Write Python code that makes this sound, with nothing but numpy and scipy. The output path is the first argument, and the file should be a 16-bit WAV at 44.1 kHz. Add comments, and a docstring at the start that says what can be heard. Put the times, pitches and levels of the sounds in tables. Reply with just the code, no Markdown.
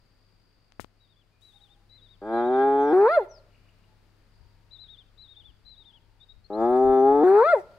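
"""A spotted hyena whoops twice on a road in open bush, heard from an idling car.
Each call is a sum of partials shaped by the throat: a low groan, then a rising hoot that breaks high and falls.
Songbirds are gliding sine tones; insects are a narrow band of noise, partly in pulsed bouts.
Open air and wind are coloured noise, the engine a few sines; a finger knocks and brushes the
hand-held microphone as short pulses and fading hiss. Scattered echoes stand for grass and scrub."""
import sys
import numpy as np
from scipy import signal
from scipy.fft import rfft, irfft
from scipy.io import wavfile
from scipy.ndimage import uniform_filter1d

SR = 44100
rng = np.random.default_rng(int(sys.argv[2]) if len(sys.argv) > 2 else 0)


def store_pcm(level_fs):
    """Save levels as 16-bit WAV."""
    pcm = np.round(np.clip(level_fs, -1, 1) * 32767).astype(np.int16)
    wavfile.write(sys.argv[1], SR, np.atleast_2d(pcm).T)


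N = 343098
TIME = np.arange(N) / SR
BINS = np.fft.rfftfreq(N, 1 / SR)
# pitches of a whoop: start of the hoot, just after the voice breaks, and the top
HOOT_HZ, BREAK_HZ, TOP_HZ = 354.3, 544, 705


def gain_of(db):
    """Level is logarithmic: 20 dB are a factor of ten in amplitude."""
    return 10 ** (np.asarray(db) / 20)


def evened(x):
    """Mean power sets the level: scales to rms 1."""
    return x / np.sqrt(np.mean(x ** 2) + 1e-20)


def read(points, hz):
    """Spectra are interpolated on a logarithmic frequency axis."""
    f, value = np.transpose(points)
    return np.interp(np.log(hz + 1), np.log(f + 1), value)


def follow(rows, t):
    """Linear interpolation of every column of a curve table at t."""
    s, *columns = np.transpose(rows)
    return [np.interp(t, s, c) for c in columns]


def ramp(x, low, high):
    """A clipped linear transition, from 0 at low to 1 at high."""
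    return np.clip((x - low) / (high - low), 0, 1)


def add(mix, s, sound):
    """Superposition: sums a sound into the mix at time s."""
    part = mix[round(s * SR):][:len(sound)]
    part += sound[:len(part)]


def waver(size, hz):
    """Low-pass noise of rms 1: a random fluctuation slower than about hz."""
    f = np.fft.rfftfreq(size, 1 / SR)
    return evened(irfft(rfft(rng.standard_normal(size)) / (1 + (f / hz) ** 4), size))


def noise(spectrum, band=(0, SR)):
    """Spectral shaping of white noise, scaled to rms 1 inside the band."""
    z = rfft(rng.standard_normal(N)) * gain_of(read(spectrum, BINS))
    in_band = (BINS >= band[0]) * (BINS <= band[1])
    return irfft(z, N) / np.std(irfft(z * in_band, N))


def ports(x, balance_db, phase=0):
    """Interchannel level and phase place a sound; the mean of the two ports is kept."""
    ratio = gain_of(balance_db) * np.exp(1j * phase)
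    weights = np.array([2 * ratio / (1 + ratio), 2 / (1 + ratio)]).reshape(2, -1)
    return irfft(rfft(x) * weights, N)


def span(start, end, fade=.004):
    """Sample times of a sound and a sine-shaped envelope that avoids clicks at its edges."""
    t = np.arange(start - fade, end + fade, 1 / SR)
    from_edge = np.minimum(t - t[0], t[-1] - t)
    return t, np.sin(np.pi / 2 * np.clip(from_edge / (2 * fade), 0, 1))


def idle(left_db=5, level_db=0):
    """Periodic combustion gives a line spectrum: the firing rate and its overtones, wavering slightly."""
    # Each row: frequency in Hz, relative level in dB.
    engine_lines = [(34, -63), (68, -77.5), (102, -64.5)]
    # Each row: time in seconds, relative level in dB.
    engine_level = [(0, -6), (1.5, -7.5), (2.0, -1), (4.4, -.5), (7.8, -7)]
    clock = np.cumsum(1 + .004 * waver(N, 4.3)) / SR
    hum = np.zeros(N)
    for hz, db in engine_lines:
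        hum += gain_of(db + waver(N, 4)) * np.sin(2 * np.pi * (hz * clock + rng.random()))
    level = gain_of(follow(engine_level, TIME)[0] + level_db)
    return ports(np.sqrt(2) * hum * level, left_db)


def open_air(air_db=-1, side_db=-5):
    """Diffuse background: a shared noise plus one in opposite phase at the two ports."""
    # Colour of the air. Each row: frequency in Hz, relative level per hertz in dB.
    air_colour = [(20, -11), (45, -5.5), (70, -15), (110, -13), (160, -13), (250, -17), (430, -20),
                  (860, -25), (1400, -25.5), (2400, -29.5), (3600, -33), (4700, -31), (5850, -40.5),
                  (15500, -48.5)]
    # Each row: time in seconds, relative level in dB.
    air_level = [(0, -71.5), (1.2, -74), (2, -71), (3.6, -69), (6.4, -72), (7.8, -65.5)]
    # Balance of the shared noise. Each row: frequency in Hz, left minus right in dB.
    air_balance = [(60, 7), (180, 7.5), (550, 2), (1650, 3.5), (4970, 14.5), (15000, -3.5)]
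    mid = noise(air_colour, band=(250, 2500))
    side = noise(air_colour, band=(250, 2500))
    air = ports(mid, read(air_balance, BINS)) + gain_of(side_db) * np.array([side, -side])
    return air * gain_of(follow(air_level, TIME)[0] + air_db)


def insects(insects_db=-3, pulsing=0.74):
    """Amplitude modulation of narrow-band noise: a trill pulses in bouts over a steady far chorus."""
    # Each row: start of a bout in seconds, length in seconds, relative level in dB.
    trill_bouts = [(-.1, 1, -76), (.97, .23, -80), (1.996, .6, -81), (4.285, 0.27, -76.5), (5.45, .4, -84)]
    pulses_per_s, chorus_db = 53, -85
    band_colour = [(3800, -52), (4500, -0.5), (4800, 5), (5050, -10), (5700, -48.5)]  # Hz, dB
    shrill = np.array([noise(band_colour) for port in range(2)])
    bouts = np.zeros(N)
    for s, length, db in trill_bouts:
        bouts += gain_of(db) * np.sqrt(abs(np.sin(np.pi * ramp(TIME, s, s + length))))
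    rate = pulses_per_s * (1 + 0.0405 * waver(N, 10))
    pulses = 1 + pulsing * np.sin(2 * np.pi * np.cumsum(rate) / SR)
    shrill *= gain_of(insects_db) * (bouts * pulses + gain_of(chorus_db))
    return shrill * gain_of([[2], [-1]])  # slightly stronger on the left


def finger(rebound=16.0):
    """Impulse and friction: knocks are brief pressure pulses, brushes are fading broadband hiss."""
    # Knocks on the case. Each row: time in seconds, nominal peak in dB, width in seconds.
    finger_knocks = [(0.722, -33.5, 0.000058), (.797, -14, 0.00017), (0.8452, -28.5, 0.000071),
                     (.846, -27, 0.0003)]
    # Each row: start in seconds, relative level in dB, decay time in seconds.
    finger_brushes = [(0.802, -37.5, 0.014), (.812, -53, 0.014), (1.41, -63, 0.25)]
    # Colour of a brush. Each row: frequency in Hz, relative level per hertz in dB.
    brush_colour = [(60, 32), (300, 15.5), (900, 7), (3000, 9.5), (6300, 8), (9000, 7.5), (16000, -2.5)]
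    out, t = np.zeros(N), np.arange(-.01, .01, 1 / SR)
    for s, db, width in finger_knocks:
        push = np.exp(-(t / width) ** 2)
        slow_rebound = np.exp(-(t / (rebound * width)) ** 2) / rebound
        add(out, s + t[0], gain_of(db) * (slow_rebound - push))
    hiss = noise(brush_colour)
    for s, db, decay in finger_brushes:
        out += hiss * gain_of(db) * (TIME > s) * np.exp(-abs(TIME - s) / decay)
    return out


def wind():
    """Turbulent pressure at a port is low-frequency noise: single puffs and a light, uneven breeze."""
    # The strongest puffs. Each row: centre in seconds, relative level in dB, half length in seconds.
    wind_puffs = [(4.428, -52.5, .047), (5.48, -53, .06), (6.367, -52.5, .05), (6.68, -48.5, 0.079),
                  (6.888, -35.5, 0.044), (7.118, -48.5, 0.11)]
    breeze_from_s, breeze_db, gusts_db = 4.28, -64, 2.5
    rumble = noise([(10, -4.5), (30, 6.5), (66, 7.5), (110, -7), (300, -21.0), (1000, -69)])  # Hz, dB
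    strength = gain_of(breeze_db + gusts_db * waver(N, 2.8))
    strength *= ramp(TIME, breeze_from_s, breeze_from_s + .5)
    for s, db, half in wind_puffs:
        strength += gain_of(db) * np.exp(-((TIME - s) / half) ** 2)
    return rumble * strength


def handling(leak_db=-36):
    """Near-field disturbance: finger and wind act on the left port and leak weakly to the right."""
    left = finger() + wind()
    return np.array([left, gain_of(leak_db) * left])


def syllable(length, pitches, db, quaver=0.015, flicker_db=2, soft=0.51):
    """Frequency modulation: a whistle glides along a polynomial through its pitches."""
    u = np.linspace(0, 1, round(length * SR))
    knots = np.linspace(0, 1, len(pitches))
    hz = np.polyval(np.polyfit(knots, pitches, len(pitches) - 1), u)
    tone = np.sin(2 * np.pi * np.cumsum(hz * (1 + quaver * waver(len(u), 90))) / SR)
    level = gain_of(db + flicker_db * waver(len(u), 100))
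    return level * evened(tone * signal.windows.tukey(len(u), soft))


def phrase(level_db, top_hz, sag, edges, warble_hz=55, quaver=.009, flicker_db=2, soft=0.056):
    """Coupled frequency and amplitude modulation: one whistle sinks, dipping at each syllable's edge."""
    dip_hz, dip_growth_hz_per_s = 478, 1700  # dips deepen as the phrase goes on
    dip_fall_s, dip_rise_s = .016, 0.009  # it slides into a dip and springs out
    dip_db_per_hz = -0.0192  # and is weaker down there
    hold_s, fade_db_per_s = 0.24, -45  # the end of a long phrase fades
    t = np.arange(edges[0], edges[-1], 1 / SR)
    age = t - t[0]
    dip = np.zeros(len(t))
    for s in edges:
        depth_hz = dip_hz + dip_growth_hz_per_s * (s - t[0])
        dip += depth_hz * np.exp(-abs(t - s) / np.where(t < s, dip_fall_s, dip_rise_s))
    hz = top_hz - sag * age ** 2 - dip + warble_hz * waver(len(t), 30)
    hz *= 1 + quaver * waver(len(t), 120)
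    db = level_db + dip_db_per_hz * dip + fade_db_per_s * np.maximum(age - hold_s, 0)
    db += flicker_db * waver(len(t), 78)
    tone = np.sin(2 * np.pi * np.cumsum(hz) / SR)
    return t[0], np.sqrt(2) * gain_of(db) * tone * signal.windows.tukey(len(t), soft)


def songbird():
    """Near-sinusoidal whistling: warbled phrases, single rising peeps and thin falling whistles."""
    # Each row: relative level in dB, top pitch in Hz, sag in Hz per second squared,
    # list of the edges of the syllables in seconds.
    song_phrases = [(-66, 3950, 11000, [0.996, 1.082, 1.155, 1.24]),
                    (-57, 3980, 2800, [1.414, 1.527, 1.599, 1.685, 1.768]),
                    (-54.5, 4050, 4000, [1.892, 2.006, 2.083, 2.163]),
                    (-57, 3970, 5200, [2.319, 2.435, 2.517, 2.598]),
                    (-47.5, 4085, 5000, [4.706, 4.782, 4.88, 4.966, 5.036]),
                    (-50, 3977, 4600, [5.172, 5.28, 5.353, 5.433, 5.518]),
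                    (-51, 4060, 5800, [5.647, 5.759, 5.845, 5.924, 5.995])]
    # Each row: start in seconds, length in seconds, middle pitch in Hz, relative level in dB.
    rising_peeps = [(6.194, 0.06, 3680, -57), (6.282, 0.054, 3750, -54), (6.438, .036, 4220, -60.5),
                    (6.522, 0.046, 4080, -57.5)]
    # Each row: start in seconds, length in seconds, pitch at start, middle and end in Hz,
    # relative level in dB.
    falling_slurs = [(2.78, .17, 6790, 5760, 4620, -69), (3.281, .13, 6270, 5310, 3830, -60)]
    peep_rise = 0.038  # share of the pitch, either way
    out = np.zeros(N)
    for row in song_phrases:
        add(out, *phrase(*row))
    for s, length, hz, db in rising_peeps:
        add(out, s, syllable(length, (hz * (1 - peep_rise), hz * (1 + peep_rise)), db, soft=.6))
    for s, length, *pitches, db in falling_slurs:
        add(out, s, syllable(length, pitches, db, quaver=.004))
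    return out


def far_birds(far_db=-2):
    """Short tone pulses: level notes, a quick twitter and bubbling trills of distant birds."""
    # Each row: start in seconds, length in seconds, pitch in Hz, relative level in dB.
    far_notes = [(1.31, 0.07, 2420, -77.5), (1.53, 0.063, 820, -72), (1.66, 0.15, 813, -74.5),
                 (1.91, 0.068, 2075, -76.5), (3.88, 0.062, 874, -72), (5.36, 0.052, 843, -72)]
    # Each row: middle of a burst's first note in seconds, relative level in dB.
    twitter_bursts = [(3.511, -70.5), (3.65, -72.5), (3.803, -78)]
    # Four notes a burst, the third strongest: one value a note, added level in dB.
    twitter_accents = [-6, -6, 3, -8]
    # Each row: start in seconds, length in seconds, nominal pitch in Hz, relative level in dB.
    bubbling_trills = [(4.331, 0.45, 896, -79), (5.791, .43, 884, -77.5)]
    twitter_step_s = .0215
    out = np.zeros(N)
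    for s, length, hz, db in far_notes:
        add(out, s, syllable(length, (hz, hz), db + far_db))
    for s, db in twitter_bursts:
        for k, accent_db in enumerate(twitter_accents):
            note = syllable(.02, (1900, 2950, 1900), db + accent_db, soft=0.2)
            add(out, s - .01 + k * twitter_step_s, note)
    for s, length, hz, db in bubbling_trills:
        for start in np.arange(s, s + length, .03):
            pitches = hz * rng.uniform(0.98, 1.0) * np.array([.85, 1.06, .85])
            add(out, start, syllable(0.018, pitches, db))
    return out


def verge(x, count=8):
    """Early reflections from the roadside grass: a few taps, other ones at each port, weak in the bass."""
    taps = np.zeros((2, SR // 10))
    for port in taps:
        delay = rng.uniform(.01, .09, count)
        port[(delay * SR).astype(int)] = rng.choice([-1, 1], count) * np.exp(-delay / 0.089)
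    colour = gain_of(read([(300, -13.5), (800, -8.0), (1500, -0.5), (2200, 7), (5000, 3.0)], BINS))
    return irfft(rfft(x) * rfft(taps, N) * colour, N)


def scrub(x, build=.03):
    """Multiple scattering by bushes: sparse echoes that swell, then die faster in the highest treble."""
    # Each row: frequency in Hz, reverberation time (60 dB decay) in seconds.
    bush_decay = [(200, 0.6), (500, 0.57), (1500, 0.67), (4000, 0.57), (12000, 0.18)]
    taps = rng.standard_normal((2, SR)) * (rng.random((2, SR)) < 2500 / SR)
    hz, t, z = signal.stft(taps, SR, nperseg=256)
    z[1] = np.where(hz[:, None] < 1100, z[0], z[1])  # long waves reach both ports alike
    z *= gain_of(-60 * t / read(bush_decay, hz)[:, None]) * (1 - np.exp(-t / build))
    tail = signal.istft(z, SR, nperseg=256)[1]
    return signal.fftconvolve(x[None], tail / np.linalg.norm(tail[0]), axes=1)[:, :N]


def birds(song_db=-3, song_left_db=12, far_left_db=3, song_echo_db=-25, far_echo_db=-7, verge_db=-23):
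    """Direct-to-reverberant ratio tells distance: a near songbird on the left, others farther off."""
    near, far = gain_of(song_db) * songbird(), far_birds()
    direct = ports(near, song_left_db) + ports(far, far_left_db)
    echoes = scrub(gain_of(song_echo_db) * near + gain_of(far_echo_db) * far)
    return direct + gain_of(verge_db) * verge(near) + echoes


def lag(throat, hz):
    """Minimum phase: the Hilbert transform of the throat's log gain gives each partial's phase."""
    f = np.fft.fftfreq(4096, 1 / SR)
    phase = -signal.hilbert(np.log(gain_of(read(throat, abs(f))))).imag
    return np.interp(hz, f[:len(f) // 2], phase[:len(f) // 2])


def swell(age, soft_db):
    """Vocal effort in dB rises linearly from a soft start as a call gets going."""
    swell_s = .13
    return soft_db * np.clip(1 - age / swell_s, 0, 1)


def ripple(hz, spacing_hz=395, depth_db=4):
    """Tube resonance: the long throat's higher resonances lie evenly spaced."""
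    return depth_db * np.cos(2 * np.pi * hz / spacing_hz) * np.clip((hz - 1500) / 400, 0, 1)


def groan(start, end, pitch, level_db, start_db, tone_db, shimmer=0.029, mouth_hz=820,
          mouth_width_hz=200, mouth_share=0.38, bright_share=0.13, uneven_db=4.0, drift_db=2.0):
    """Source and filter: a low harmonic stack whose mouth resonance and brightness swell with effort."""
    # Throat resonances. Each row: frequency in Hz, relative level in dB.
    groan_throat = [(126, -42.5), (160, -42), (200, -23.5), (292, -14), (405, 0), (504, -13), (726, -15.5),
                    (827, -5.5), (953, -26.5), (1100, -28), (1290, -27), (1480, -39), (1650, -38),
                    (1850, -47.5), (2400, -55), (3000, -75.5), (3500, -54), (4000, -67.5), (5100, -77.5)]
    # Unevenness of the lower partials. Each row: number of the partial, added level in dB.
    partial_levels = [(2.0, -0.5), (3.0, -5.5), (4.0, -12.5), (5.0, -5), (6.0, -1.5), (7.0, -7.5),
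                      (8.0, -3.5), (9.0, -2.4), (10.0, -2)]
    push_s, push_db = .07, 4.5  # pushed harder just before the hoot
    t, edges = span(start, end)
    hz, soft_db = follow(pitch, t)[0], swell(t - start, start_db)
    effort_db = soft_db + push_db * np.exp((t - end) / push_s)
    mouth_db = mouth_share * soft_db
    bright_db = tone_db + bright_share * soft_db + drift_db * waver(len(t), 8)
    turn = 2 * np.pi * np.cumsum(hz * (1 + .0015 * waver(len(t), 60))) / SR
    # reflections from road and car scatter the level and phase of the short waves
    grid = np.arange(0, 7000, 90)
    bumps, shifts = rng.standard_normal((2, len(grid)))
    out = np.zeros(len(t))
    for k in range(1, 41):
        f = k * hz
        db = read(groan_throat, f) + follow(partial_levels, k)[0] + ripple(f)
        db += mouth_db * np.exp(-((f - mouth_hz) / mouth_width_hz) ** 2)
        db += bright_db * np.clip((f - 700) / 600, 0, 1)
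        db += uneven_db * np.clip((f - 900) / 600, 0, 1) * np.interp(f, grid, bumps)
        shift = 2 * np.clip((f - 450) / 500, 0, 1) * np.interp(f, grid, shifts)
        out += gain_of(db) * np.cos(k * turn + lag(groan_throat, f) + shift)
    edges = edges * np.clip((t - t[0]) / .011, 0, 1) ** 4  # the folds catch suddenly
    level = gain_of(effort_db + level_db) * (1 + shimmer * waver(len(t), 87))
    return t[0], np.sqrt(2) * out * edges * level


def glide(t, start, crack, peak, break_s=0.0057):
    """Register break: pitch climbs, breaks, arches and falls; also returns how far it has broken, 0-1."""
    climb_hz, strain_hz, strain_power = 87.07, 68.3, 7  # an even climb, then ever faster
    arch_power = 1.5
    rest_hz, half_fall_s, fall_power = 309, .048, 2.8
    u, broken = ramp(t, start, crack), ramp(t, crack - break_s, crack + break_s)
    climb = HOOT_HZ + climb_hz * u + strain_hz * u ** strain_power
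    arch = TOP_HZ - (TOP_HZ - BREAK_HZ) * ramp(t, peak, crack) ** arch_power
    fall = rest_hz + (TOP_HZ - rest_hz) / (1 + (abs(t - peak) / half_fall_s) ** fall_power)
    return np.where(t < peak, climb + broken * (arch - climb), fall), broken


def whoop(start, end, crack, peak, level_db, shrill_db, roll_db=-0.46, flutter_hz=158, flutter=.08,
          clear_hz=530, flicker_db=3, slack_db=6, dull_db=-95, fade=0.026):
    """Phase modulation: the groan's slow vibration lingers as sidebands of the hoot until it breaks high."""
    # Throat resonances. Each row: frequency in Hz, relative level in dB.
    whoop_throat = [(335.0, -12), (454.0, -10), (585.0, -3.5), (729.0, -9.5), (987.0, -21.5),
                    (1371.0, -22.5), (1709.0, -31), (2044.0, -40.5), (2458.0, -43.5), (2901.0, -64.5),
                    (3379.0, -57.5), (4213.0, -52.5), (4647.0, -55.5), (5445.0, -81.5)]
    strain_from_hz, strain_db, break_db = 420, -7, -12.5  # fundamental weakens under strain and at the break
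    shut_db, open_db, open_hz = -14.5, 4, 472  # the mouth opens with the climb and frees the octave
    octave_break_db, octave_top_db = -3.5, 4  # after the break the octave grows again with pitch
    bright_low_db, bright_top_db = -13.5, 5  # the upper overtones grow with pitch
    # in the fall the closing mouth rings with the fundamental
    flare_hz, flare_width_hz, flare_db, flare_octave_db = 590, 64, 10, -13
    dying_s, dying_db = .05, -19  # the end of the fall dies away
    t, edges = span(start, end)
    hz, broken = glide(t, start, crack, peak)
    rising = t < peak
    turn = 2 * np.pi * np.cumsum(hz * (1 + .004 * waver(len(t), 250))) / SR
    slow = np.sin(2 * np.pi * np.cumsum(flutter_hz * (1 + .06 * waver(len(t), 90))) / SR)
    slow *= np.clip((clear_hz - hz) / 40, 0, 1) * rising
    slack = ~rising * (1 - hz / TOP_HZ)  # the folds relax in the fall and lose their overtones
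    flare = ~rising * np.exp(-((hz - flare_hz) / flare_width_hz) ** 2)
    first_db = break_db * broken + flare_db * flare
    first_db += strain_db * (1 - broken) * ramp(hz, strain_from_hz, BREAK_HZ)
    octave_db = (shut_db - open_db) * ramp(hz, open_hz, HOOT_HZ) + flare_octave_db * flare
    high_octave_db = np.interp(hz, [BREAK_HZ, TOP_HZ], [octave_break_db, octave_top_db]) + shrill_db
    octave_db += (1 - broken) * open_db + broken * high_octave_db
    bright_db = np.interp(hz, [HOOT_HZ, TOP_HZ], [bright_low_db, bright_top_db]) + dull_db * slack ** 2
    out = np.zeros(len(t))
    for k in range(1, 13):
        f = k * hz
        if k == 1:
            db = first_db
        elif k == 2:
            db = octave_db
        else:
            db = bright_db + flicker_db * waver(len(t), 35)
        db = db + read(whoop_throat, f) + (roll_db - slack_db * slack) * max(k - 3, 0)
        swing = min(flutter * (k ** 2 - .5), 1)  # higher overtones are shaken more
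        out += gain_of(db) * np.cos(k * turn + lag(whoop_throat, f) + swing * slow)
    effort_db = level_db + dying_db * ramp(t, t[-1] - dying_s, t[-1])
    return t[0], np.sqrt(2) * out * edges * gain_of(effort_db) * ramp(t, t[-1], t[-1] - fade)


def patches(size, depth_db, width=10, count=14):
    """Time-frequency modulation: noise whose colour drifts in patches several hundred Hz wide."""
    # Air rushing through the voice. Each row: frequency in Hz, relative level per hertz in dB.
    rasp_colour = [(150, 2), (400, 16), (900, 17), (1500, 12), (2200, 4), (2900, -4), (3600, 4), (4700, 2),
                   (5400, 0), (7000, 0), (11000, -2), (15500, -8)]
    air = noise(rasp_colour, band=(6000, 15000))[:size]
    z = signal.stft(air, SR, nperseg=512, noverlap=384)[2]
    field = uniform_filter1d(rng.standard_normal(z.shape), width, 0)
    field = evened(uniform_filter1d(field, count, 1))
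    return signal.istft(z * evened(gain_of(depth_db * field)), SR, nperseg=512, noverlap=384)[1][:size]


def rasp(start, hoot, peak, end, level_db, patchy_db=5, start_db=-13, burst_db=8, burst_s=0.12,
         top_db=7.0, top_s=.06):
    """Turbulence noise: faint air swells with a call, bursts as the hoot starts and again at its top."""
    t, edges = span(start, end, fade=.02)
    db = swell(t - start, start_db)
    db += burst_db * (t > hoot) * np.exp(-((t - hoot) / burst_s) ** 2)
    db += top_db * np.exp(-((t - peak) / top_s) ** 2)
    return t[0], patches(len(t), patchy_db) * edges * gain_of(db + level_db)


def hyena(echo_db=-30.0, rasp_db=-2, rasp_side_db=-5, verge_db=-20):
    """Direct and reflected sound: groan, whoop and rasp of each call, with the echo of the bush."""
    # Each row, one a call: groan start, hoot start, voice break and pitch peak in seconds,
    # then relative levels in dB: groan, its soft start, its brightness, hoot,
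    # octave after the break, rasp.
    whoop_calls = [(2.212, 2.930, 3.082, 3.144, -16, -16, 0.5, -5, -1, -74),
                   (6.497, 7.235, 7.433, 7.503, -12.5, -14, -4, -4, 1.4, -70.5)]
    # One list a call. Each row: time in seconds, pitch of the groan in Hz.
    groan_pitches = [
        [(2.215, 97.55), (2.261, 107.4), (2.341, 115.6), (2.463, 121.7), (2.513, 127.7), (2.649, 137.1),
         (2.823, 141.3), (2.891, 146.4), (2.93, 161.7)],
        [(6.497, 100.8), (6.527, 103.3), (6.679, 121.3), (6.759, 127.4), (6.829, 131.1), (7.001, 131.8),
         (7.069, 136.5), (7.197, 146), (7.235, 158.1)],
    ]
    # One list a call. Each row: frequency in Hz, left minus right in dB.
    call_balances = [
        [(200, 4.5), (400, 2), (750, -2), (1300, -1.5), (1850, 14), (2600, 14.5), (4000, 13.5), (6000, 0)],
        [(200, 4.5), (400, 3), (750, 0.5), (1000, 5), (1300, 8.5), (1900, -4), (2600, 2), (3700, 12),
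         (6000, 1.5)],
    ]
    # One list a call. Each row: frequency in Hz, lead of the left port in radians.
    call_phases = [
        [(700, 0), (1000, .2), (1300, .9), (2600, -.3), (3700, -1.4)],
        [(700, .1), (1000, .2), (1350, -.9), (1850, -1.2), (2600, -0.0066), (3700, -1.7)],
    ]
    fall_s = .113  # from the pitch peak to the end of a call
    out = np.zeros((2, N))
    for row, pitch, balance, phase in zip(whoop_calls, groan_pitches, call_balances, call_phases):
        start, hoot, crack, peak, groan_db, start_db, tone_db, hoot_db, shrill_db, air_db = row
        end = peak + fall_s
        voice, spread = np.zeros((2, N))
        add(voice, *groan(start, hoot, pitch, groan_db, start_db, tone_db))
        add(voice, *whoop(hoot, end, crack, peak, hoot_db, shrill_db))
        add(voice, *rasp(start, hoot, peak, end, air_db + rasp_db))
        add(spread, *rasp(start, hoot, peak, end, air_db + rasp_side_db))
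        spread = irfft(rfft(spread) * (BINS > 4500), N)  # the treble arrives diffusely
        out += ports(voice, read(balance, BINS), read(phase, BINS))
        out += np.array([spread, -spread])
        out += gain_of(echo_db) * scrub(voice) + gain_of(verge_db) * verge(voice)
    return out


def scene():
    """Superposition of every source at the two ports."""
    return idle() + open_air() + insects() + handling() + birds() + hyena()


def record(dry):
    """Band limitation: a linear-phase low-pass filter stands for the recorder."""
    edge_hz = 15800
    low_pass = signal.firwin(511, edge_hz, window=("kaiser", 9), fs=SR)
    return signal.oaconvolve(dry, low_pass[None], "same")


dry = scene()
out = record(dry)
store_pcm(out)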